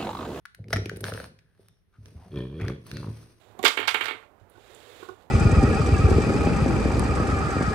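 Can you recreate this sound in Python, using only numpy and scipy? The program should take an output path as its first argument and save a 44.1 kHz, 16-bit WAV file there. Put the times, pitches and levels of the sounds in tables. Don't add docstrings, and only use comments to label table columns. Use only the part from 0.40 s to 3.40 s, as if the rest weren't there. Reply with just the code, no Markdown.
import sys
import numpy as np
from scipy import signal
from scipy.fft import rfft, irfft
from scipy.io import wavfile
from scipy.ndimage import uniform_filter1d

SR = 44100
rng = np.random.default_rng(int(sys.argv[2]) if len(sys.argv) > 2 else 0)


def digitize_waveform(pressure):
    field = np.atleast_2d(pressure).T
    bounded = np.clip(field, -1, 1)
    quanta = np.round(bounded * 32767).astype(np.int16)
    wavfile.write(sys.argv[1], SR, quanta)


N = 132300
T = np.arange(N) / SR
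HZ = np.maximum(np.arange(N + 1) * SR / (2 * N), 1)
MID_SIDE = np.array([[1], [-1]])

# [t/s, level/dB]
SNORT = [(0.3, -53), (0.34, -51.5), (0.42, -73), (0.48, -71), (0.55, -68), (0.62, -66), (0.645, -46.5),
         (0.68, -39), (0.72, -48.5), (0.79, -46.5), (0.86, -50), (0.9, -74), (0.96, -85), (1.15, -80),
         (1.22, -66.5), (1.31, -82.5), (1.4, -84.5)]


def from_db(db):
    return 10 ** (np.asarray(db) / 20)


def rms_one(x):
    return x / np.sqrt(np.mean(x ** 2) + 1e-20)


def in_time(rows):
    s, *columns = np.transpose(rows)
    return [np.interp(T, s, c) for c in columns]


def fader(rows, column=0):
    inside = 1. * (T >= rows[0][0]) * (T <= rows[-1][0])
    return from_db(in_time(rows)[column]) * uniform_filter1d(inside, size=400)


def at_hz(points):
    hz, value = np.transpose(points)
    return np.interp(np.log(HZ), np.log(hz), value)


def filtered(x, response):
    return irfft(rfft(x, 2 * N) * response)[..., :N]


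def noise(colour, spread=0):
    mid, side = filtered(rng.standard_normal((2, N)), from_db(at_hz(colour)))
    return rms_one(mid + spread * side * MID_SIDE)


def edge(x, hz, kind, order=2):
    return signal.sosfilt(signal.butter(order, hz, kind, fs=SR, output="sos"), x + 1e-18)


def resonate(x, table):
    out = 0
    for k, (hz, width_hz, db) in enumerate(table):
        r = np.exp(-np.pi * width_hz / SR)
        poles = [1, -2 * r * np.cos(2 * np.pi * hz / SR), r * r]
        gain = (-1) ** k * from_db(db) * (1 - r * r) / 2
        out = out + gain * signal.lfilter([1, 0, -1], poles, x + 1e-18)
    return out


def ring(s, hz, t60, attack):
    out, start = np.zeros(N), int(s * SR)
    t = T[:min(N - start, int(2 * t60 * SR))]
    envelope = np.exp(-np.log(1000) * t / t60) * (1 - np.exp(-t / attack))
    out[start:start + len(t)] = np.sin(2 * np.pi * hz * t) * envelope
    return out


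def burst(s, decay_s):
    return (T >= s) * np.exp(-np.clip((T - s) / decay_s, 0, 40))


def even(x):
    power = uniform_filter1d(uniform_filter1d(x ** 2, size=1400), size=1000)
    return x / np.sqrt(power + 1e-12)


def chewing():
    # [t/s, pop level/dB, pop f/Hz, crackle level/dB, sizzle level/dB, spray decay/s]
    clicks = [(0.054, -25, 1520, -41, -42, 0.0011), (0.0575, -28.5, 1480, -38.5, -49, 0.0012),
              (0.1475, -40.5, 1574, -45, -47, 0.0024), (0.242, -42, 2190, -57.5, -76, 0.0015),
              (0.2837, -46.5, 1700, -47, -55, 0.0021), (0.305, -35, 1320, -46, -51, .004),
              (0.4575, -24, 2400, -32.5, -41.5, 0.0027), (0.494, -39, 1610, -34, -48, 0.0012),
              (0.4962, -18, 1530, -29.5, -41, 0.0011), (0.561, -77, 2000, -47, -48, 0.0055),
              (0.5697, -61, 1960, -46, -35.5, .0015), (0.6066, -52, 1500, -43.5, -34, 0.0034),
              (0.641, -15, 1517, -26, -47, 0.0018), (0.6662, -23, 1640, -34, -50, .0012),
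              (0.721, -19.5, 1415, -49, -60, .001), (0.738, -32.5, 1410, -29.5, -48, 0.00097),
              (0.7472, -30.5, 1290, -56, -58, 0.00083), (0.776, -21.5, 1620, -56, -60, .001),
              (0.8008, -22.5, 1500, -36, -58, 0.00084), (0.82, -49, 1630, -47, -60, .001),
              (0.989, -47, 2400, -53.5, -83, 0.0038), (1.285, -64.5, 1968, -46.5, -40.5, 0.00058),
              (1.658, -56.5, 2220, -42.5, -72, 0.0014), (1.941, -36.5, 1070, -55.5, -76, .002),
              (1.958, -42, 2560, -47, -65, 0.0023), (1.985, -40, 1110, -50, -54, .002),
              (2.199, -32, 1480, -47, -65, .002), (2.212, -27.5, 1900, -46.5, -55.5, 0.0098),
              (2.25, -39, 1860, -47, -55, 0.0022), (2.256, -30, 1430, -57, -63, 0.00088),
              (2.2821, -22, 1770, -31, -48, .002), (2.2985, -24.5, 1150, -42, -57, 0.0013),
              (2.466, -36.5, 1080, -51.5, -45.5, 0.0037), (2.5147, -34.5, 2230, -30, -43, 0.0014),
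              (2.5695, -31.5, 1300, -34.5, -55, 0.0025), (2.63, -25.5, 980, -57, -69, .001),
              (2.644, -27.5, 1000, -62, -68, .001), (2.672, -32, 1070, -50, -64, .001)]
    # [t/s, level/dB, f/ball mode f]
    bites = [(0.328, -25.5, 0.92), (0.3296, -15, 1.038), (0.3324, -22.5, 1.03), (0.335, -24.5, 0.91),
             (0.3606, -25, 0.98), (0.3672, -32, 1.22), (0.368, -30.5, 0.98)]
    # [f/Hz, level/dB, t60/s]
    ball = [(596, -9, 0.021), (857, -18.5, .03), (1412, -2, .024), (1903, 3, 0.019), (2330, 1, 0.0037),
            (3130, -5.5, 0.0094), (3580, -18.5, .016), (4270, -24.5, .01), (5437, -12.5, 0.042),
            (5850, -17.5, .011)]
    # [f/Hz, level/dB]
    crackle_colour = [(500, -24), (900, -17.5), (1500, 5), (2300, 1.5), (2900, -2), (4000, -1.5),
                      (5600, -4), (7200, -10), (10000, -21.5)]
    sizzle_colour = [(4000, -32), (7300, -16.5), (9000, -3.5), (11500, -6.5), (13500, -17.5),
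                     (15500, -15.5), (17000, -19.5)]
    pop_t60_s, attack_s, pop_low_hz = 0.0081, 0.00033, 980
    slip_s, slip_crackle_db, slip_sizzle_db = 0.0029, -9.5, -17

    pops, rubber, crackle, sizzle = 0, 0, 0, 0
    for s, pop_db, hz, crackle_db, sizzle_db, decay_s in clicks:
        pops = pops + from_db(pop_db) * ring(s, hz, pop_t60_s, attack_s)
        spray = burst(s, decay_s)
        crackle = crackle + from_db(crackle_db) * spray
        sizzle = sizzle + from_db(sizzle_db) * spray
    for s, db, tight in bites:
        for hz, mode_db, t60 in ball:
            gain = from_db(db + mode_db + rng.normal(0, 1.0))
            rubber = rubber + gain * ring(s, hz * tight, t60, attack_s)
        spray = from_db(db) * burst(s, slip_s)
        crackle = crackle + from_db(slip_crackle_db) * spray
        sizzle = sizzle + from_db(slip_sizzle_db) * spray
    sizzle = edge(sizzle, 180, "low", order=1)
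    sprays = crackle * noise(crackle_colour, spread=0.91) + sizzle * noise(sizzle_colour, spread=.6)
    return edge(pops, pop_low_hz, "high", order=3) + rubber + sprays


def bumps():
    # [t/s, level/dB, f/Hz, t60/s]
    thump_rows = [(0.198, -27.5, 112, 0.13), (0.337, -17, 100, 0.31), (0.531, -35.5, 99, 0.37),
                  (0.617, -33.5, 98.4, 0.28), (0.726, -29, 108.2, 0.276), (1.584, -35.5, 104, 0.248),
                  (1.752, -31.5, 80, 0.2), (2.216, -21, 101, 0.27), (2.2343, -23.5, 102, 0.148),
                  (2.545, -30, 111.4, 0.35), (2.672, -29.5, 111.2, 0.49)]
    # [t/s, level/dB, f/Hz]
    knock_rows = [(0.191, -48, 520), (0.288, -40, 340.4), (0.307, -32.5, 444), (0.332, -17.5, 664),
                  (0.364, -25.5, 290.4), (0.385, -25.5, 369), (0.42, -30, 406), (0.46, -25, 332.4),
                  (0.516, -28, 411), (0.536, -34.5, 390), (0.572, -31, 352.5), (0.612, -33, 363),
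                  (0.636, -27.5, 405), (0.686, -31, 514), (0.7235, -27.5, 476), (0.748, -33, 448),
                  (0.777, -35, 526), (0.802, -33.5, 532), (1.195, -46.5, 392), (2.602, -39, 336),
                  (2.683, -29.5, 242)]
    # [ratio to f, level/dB]
    thump_modes = [(1, -0.5), (.66, -9.5), (1.3, -13), (2.2, -18.5)]
    knock_modes = [(1, 6), (.68, -3), (1.2, -6)]
    thump_attack_s, knock_attack_s, knock_t60_s = 0.0043, .0015, 0.025

    out = 0
    for s, db, hz, t60 in thump_rows:
        for ratio, part_db in thump_modes:
            out = out + from_db(db + part_db) * ring(s, hz * ratio, t60, thump_attack_s)
    for s, db, hz in knock_rows:
        for ratio, part_db in knock_modes:
            out = out + from_db(db + part_db) * ring(s, hz * ratio, knock_t60_s, knock_attack_s)
    return edge(out, 50, "high", order=4)


def growl():
    # [t/s, f/Hz]
    pitch = [(1.91, 76), (1.95, 72), (1.98, 66), (2.0, 59), (2.04, 64), (2.09, 67), (2.12, 70), (2.15, 79),
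             (2.2, 80), (2.26, 66), (2.32, 68), (2.42, 64), (2.55, 72), (2.63, 62), (2.70, 56), (2.85, 55)]
    # [t/s, deviation/cycle]
    roughness = [(1.92, .02), (2.04, .02), (2.09, .05), (2.14, .02), (2.19, .03), (2.23, .14), (2.33, .09),
                 (2.55, .15), (2.8, .1)]
    # [t/s, chest level/dB, throat level/dB, rasp level/dB]
    loudness = [(1.89, -60, -62, -92), (1.92, -48, -53, -59.5), (1.936, -38, -42, -67.5),
                (1.972, -30, -35.5, -46.5), (2.038, -34, -39.5, -55.5), (2.094, -38.5, -50.5, -63.5),
                (2.204, -36, -39, -58.5), (2.242, -36.5, -41.5, -56), (2.306, -30, -35.5, -54),
                (2.368, -42.5, -56, -66), (2.44, -49.5, -58, -86), (2.492, -55, -64, -61),
                (2.536, -34, -46.5, -74), (2.606, -38, -51.5, -65), (2.696, -36, -46, -77),
                (2.736, -49, -60.5, -71), (2.952, -67, -71.5, -94), (3.0, -79, -82, -100)]
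    # [f/Hz, width/Hz, level/dB]
    chest_ring = [(113, 90, 0.5), (204, 184, -12)]
    throat_ring = [(260, 165, -6), (370, 86, 1.5), (470.4, 45, -3)]
    rasp_ring = [(1020, 190, -2.5), (1797, 75, -2), (2376, 105, -4.5), (3324, 120, 0.5), (4370, 320, -15)]
    # [f/Hz, width/Hz, level/dB]
    snarl_level = [(2.185, -61), (2.21, -43.5), (2.235, -48), (2.26, -42), (2.275, -56), (2.3, -44.5),
                   (2.325, -54), (2.36, -70)]
    snarl_ring = [(744, 220, -3.5), (1140, 240, -3), (1530, 180, -8), (1870, 330, -8.5), (2420, 260, 3.5)]
    # [f/Hz, width/Hz, level/dB]
    jaw_level = [(1.91, -64), (1.95, -50.5), (1.99, -46), (2.04, -52), (2.08, -64), (2.2, -57), (2.27, -59),
                 (2.3, -38.5), (2.34, -76), (2.51, -72), (2.56, -50.5), (2.6, -56), (2.7, -58), (2.76, -75)]
    jaw_ring = [(523, 69, 0.5), (587, 77, -6.5)]
    shimmer_db, rough_shimmer_db = 1.4, 7
    gate_decay_s, gate_leak = .004, .15
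    chest_db, throat_db, rasp_db = -0.5, 0, 1

    (hz,), (rough,) = in_time(pitch), in_time(roughness)
    cycles = np.cumsum(hz * (T >= pitch[0][0])) / SR
    at = np.flatnonzero(np.diff(np.floor(cycles + .5)))
    chance = rng.standard_normal((len(at), 3))
    jittered = at + chance[:, 0] * rough[at] * SR / hz[at]
    strength_db = chance[:, 1:].T * (shimmer_db + rough_shimmer_db * rough[at])
    pulses = np.zeros((2, N))
    pulses[:, np.clip(jittered, 0, N - 1).astype(int)] = from_db(strength_db)
    chest_pulses, throat_pulses = pulses

    chest = edge(resonate(chest_pulses, chest_ring), 58, "high", order=4)
    chest = even(edge(chest, 257, "low"))
    throat = edge(resonate(throat_pulses, throat_ring), 206, "high")
    throat = even(edge(throat, 522, "low", order=6))
    jaw = edge(resonate(throat_pulses, jaw_ring), 420, "high")
    jaw = even(edge(jaw, 747, "low", order=6))

    gate = signal.lfilter([1], [1, -np.exp(-1 / (gate_decay_s * SR))], throat_pulses) + gate_leak
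    air = gate * rng.standard_normal(N)
    rasp = even(edge(resonate(air, rasp_ring), 5500, "low", order=4))
    snarl = even(edge(resonate(air, snarl_ring), 2180, "low", order=6))

    out = fader(snarl_level) * snarl + fader(jaw_level) * jaw
    for k, (db, x) in enumerate([(chest_db, chest), (throat_db, throat), (rasp_db, rasp)]):
        out = out + from_db(db) * fader(loudness, column=k) * x
    return out


def grumble():
    # [t/s, level/dB]
    loudness = [(0.17, -65), (0.22, -45), (0.30, -42), (0.36, -33), (0.44, -39.5), (0.49, -40),
                (0.55, -43.5), (0.6, -45.5), (0.63, -36), (0.78, -43.5), (0.87, -48), (0.97, -61.5),
                (1.15, -71), (1.22, -62.5), (1.32, -63.5), (1.38, -85), (1.56, -70), (1.66, -53),
                (1.88, -52), (1.95, -40.5)]
    # [f/Hz, width/Hz, level/dB]
    throat_ring = [(104.8, 16, -2.5), (66.6, 42, -12.5), (151.2, 34, -11), (260, 70, -19.5),
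                   (396.7, 120, -22)]
    flaps_per_s = 170

    flaps = 1. * (rng.random(N) < flaps_per_s / SR)
    rung = edge(resonate(flaps, throat_ring), 52, "high", order=4)
    return fader(loudness) * even(edge(rung, 600, "low", order=4))


def nose():
    # [t/s, level/dB]
    breath = [(1.48, -84), (1.6, -74.5), (1.67, -58), (1.75, -65), (1.9, -64.5), (1.98, -58.5), (2.12, -69),
              (2.19, -63), (2.22, -64), (2.31, -54.5), (2.37, -71), (2.458, -62), (2.465, -51), (2.53, -51),
              (2.565, -54.5), (2.61, -52.5), (2.7, -57.5), (2.78, -53), (2.87, -60), (3.0, -67.5)]
    # [f/Hz, level/dB]
    snort_colour = [(180, -33), (300, -7), (603, -4), (1080, -15.5), (1530, -15), (2610, -18), (5520, -19),
                    (6520, -26), (7440, -51), (8090, -23.5), (8640, -12.5), (12300, -23), (13500, -54.5),
                    (14700, -19), (16000, -34)]
    breath_colour = [(290, -2), (500, -6.5), (807, -14), (1060, -12), (1870, -16), (2650, -16.5),
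                     (3150, -22), (4530, -18), (4940, -17.5), (6510, -19.5), (7310, -56), (7980, -19),
                     (9360, -17.5), (12000, -22.5), (13300, -53), (15100, -20), (16000, -43)]
    # [f/Hz, width/Hz, level/dB]
    whistle_level = [(2.46, -59.5), (2.52, -65.5), (2.555, -48), (2.575, -50), (2.6, -56.5), (2.65, -64)]
    whistle_ring = [(1430, 64, -0.5), (2260, 110, -6), (2652, 47, -1.5), (4140, 160, -1), (4440, 62, -3),
                    (4670, 100, -5)]
    # [t/s, length/s, level/dB, f/Hz]
    sniff_rows = [(0.907, 0.29, -77.5, 1620), (1.175, 0.21, -80, 3560), (1.194, 0.26, -83, 5500),
                  (1.519, .07, -68.5, 1300), (1.744, 0.17, -61.5, 750), (2.61, 0.11, -56.5, 845)]
    flutter_db, flutter_top_hz, spread, sniff_width_hz = 2, 69, 0.61, 245

    wobble = rms_one(edge(rng.standard_normal(N), flutter_top_hz, "low"))
    flutter = from_db(flutter_db * wobble)
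    air = rng.standard_normal(N)
    whistle = fader(whistle_level) * rms_one(resonate(air, whistle_ring))
    sniffs = 0
    for s, length_s, db, hz in sniff_rows:
        swell = np.sin(np.pi * np.clip((T - s) / length_s, 0, 1))
        sniffs = sniffs + from_db(db) * swell * rms_one(resonate(air, [(hz, sniff_width_hz, 0)]))
    hiss = fader(SNORT) * noise(snort_colour, spread) + fader(breath) * noise(breath_colour, spread)
    return flutter * (hiss + whistle + sniffs)


def spit():
    # [f/Hz, width/Hz, level/dB]
    bubble_ring = [(850, 300, -6.5), (1490, 800, 0.5), (1900, 220, -4), (4200, 300, -9)]
    bursts_per_s, spread_db, against_air_db = 100, 7.5, -5.5

    strength = from_db(spread_db * np.clip(rng.standard_normal(N), -2, 2))
    bursts = (rng.random(N) < bursts_per_s / SR) * strength
    return from_db(against_air_db) * fader(SNORT) * rms_one(resonate(bursts, bubble_ring))


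def ports(x):
    # [f/Hz, level/dB]
    left_louder = [(100, 0), (300, -0.5), (700, 2.5), (1500, 3.5), (3000, -0.5), (5500, -1.4), (12000, 0.5)]
    left_lead_s = .000033

    sides = np.array([[.5], [-.5]])
    delay = np.exp(2j * np.pi * HZ * sides * left_lead_s)
    return filtered(x, from_db(sides * at_hz(left_louder)) * delay)


def room(x):
    # [f/Hz, level/dB]
    tail_level = [(60, -30.5), (200, -15.5), (500, -4.5), (1500, -12), (4000, -8.5), (9000, -10.5),
                  (16000, -24.5)]
    # [f/Hz, level/dB]
    width = [(60, -31.5), (200, -12), (500, -2), (1200, 4)]
    bass_t60_s, treble_t60_s, split_hz = 0.4, 0.41, 3000

    white = rng.standard_normal((2, N)) * (T > .004)
    bass = edge(white, split_hz, "low") * from_db(-60 * T / bass_t60_s)
    treble = edge(white, split_hz, "high") * from_db(-60 * T / treble_t60_s)
    tail = rms_one(bass - treble) / np.sqrt(2 * N)
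    mid, side = rfft(tail, 2 * N) * from_db(at_hz(tail_level))
    return filtered(x, mid + side * from_db(at_hz(width)) * MID_SIDE)


def floor():
    # [f/Hz, level/dB]
    colour = [(15, -35.5), (25, -7.5), (64, -2.5), (195, -9), (249, -22.5), (405, -17.5), (545, -30.5),
              (1890, -29), (2350, -35.5), (3520, -36), (4740, -42), (6560, -46.5), (7510, -50.5),
              (10100, -39.5), (16000, -51.5)]
    return from_db(-68) * noise(colour, spread=0.9)


def scene():
    dog = chewing() + bumps() + growl() + grumble() + nose() + spit()
    return ports(dog) + room(dog.mean(axis=0)) + floor()


def record(dry):
    cutoff_hz = 16400
    dipped = signal.lfilter(*signal.iirnotch(7450, 6, fs=SR), dry)
    return signal.sosfilt(signal.ellip(10, .2, 80, cutoff_hz, fs=SR, output="sos"), dipped)


dry = scene()
out = record(dry)
digitize_waveform(out)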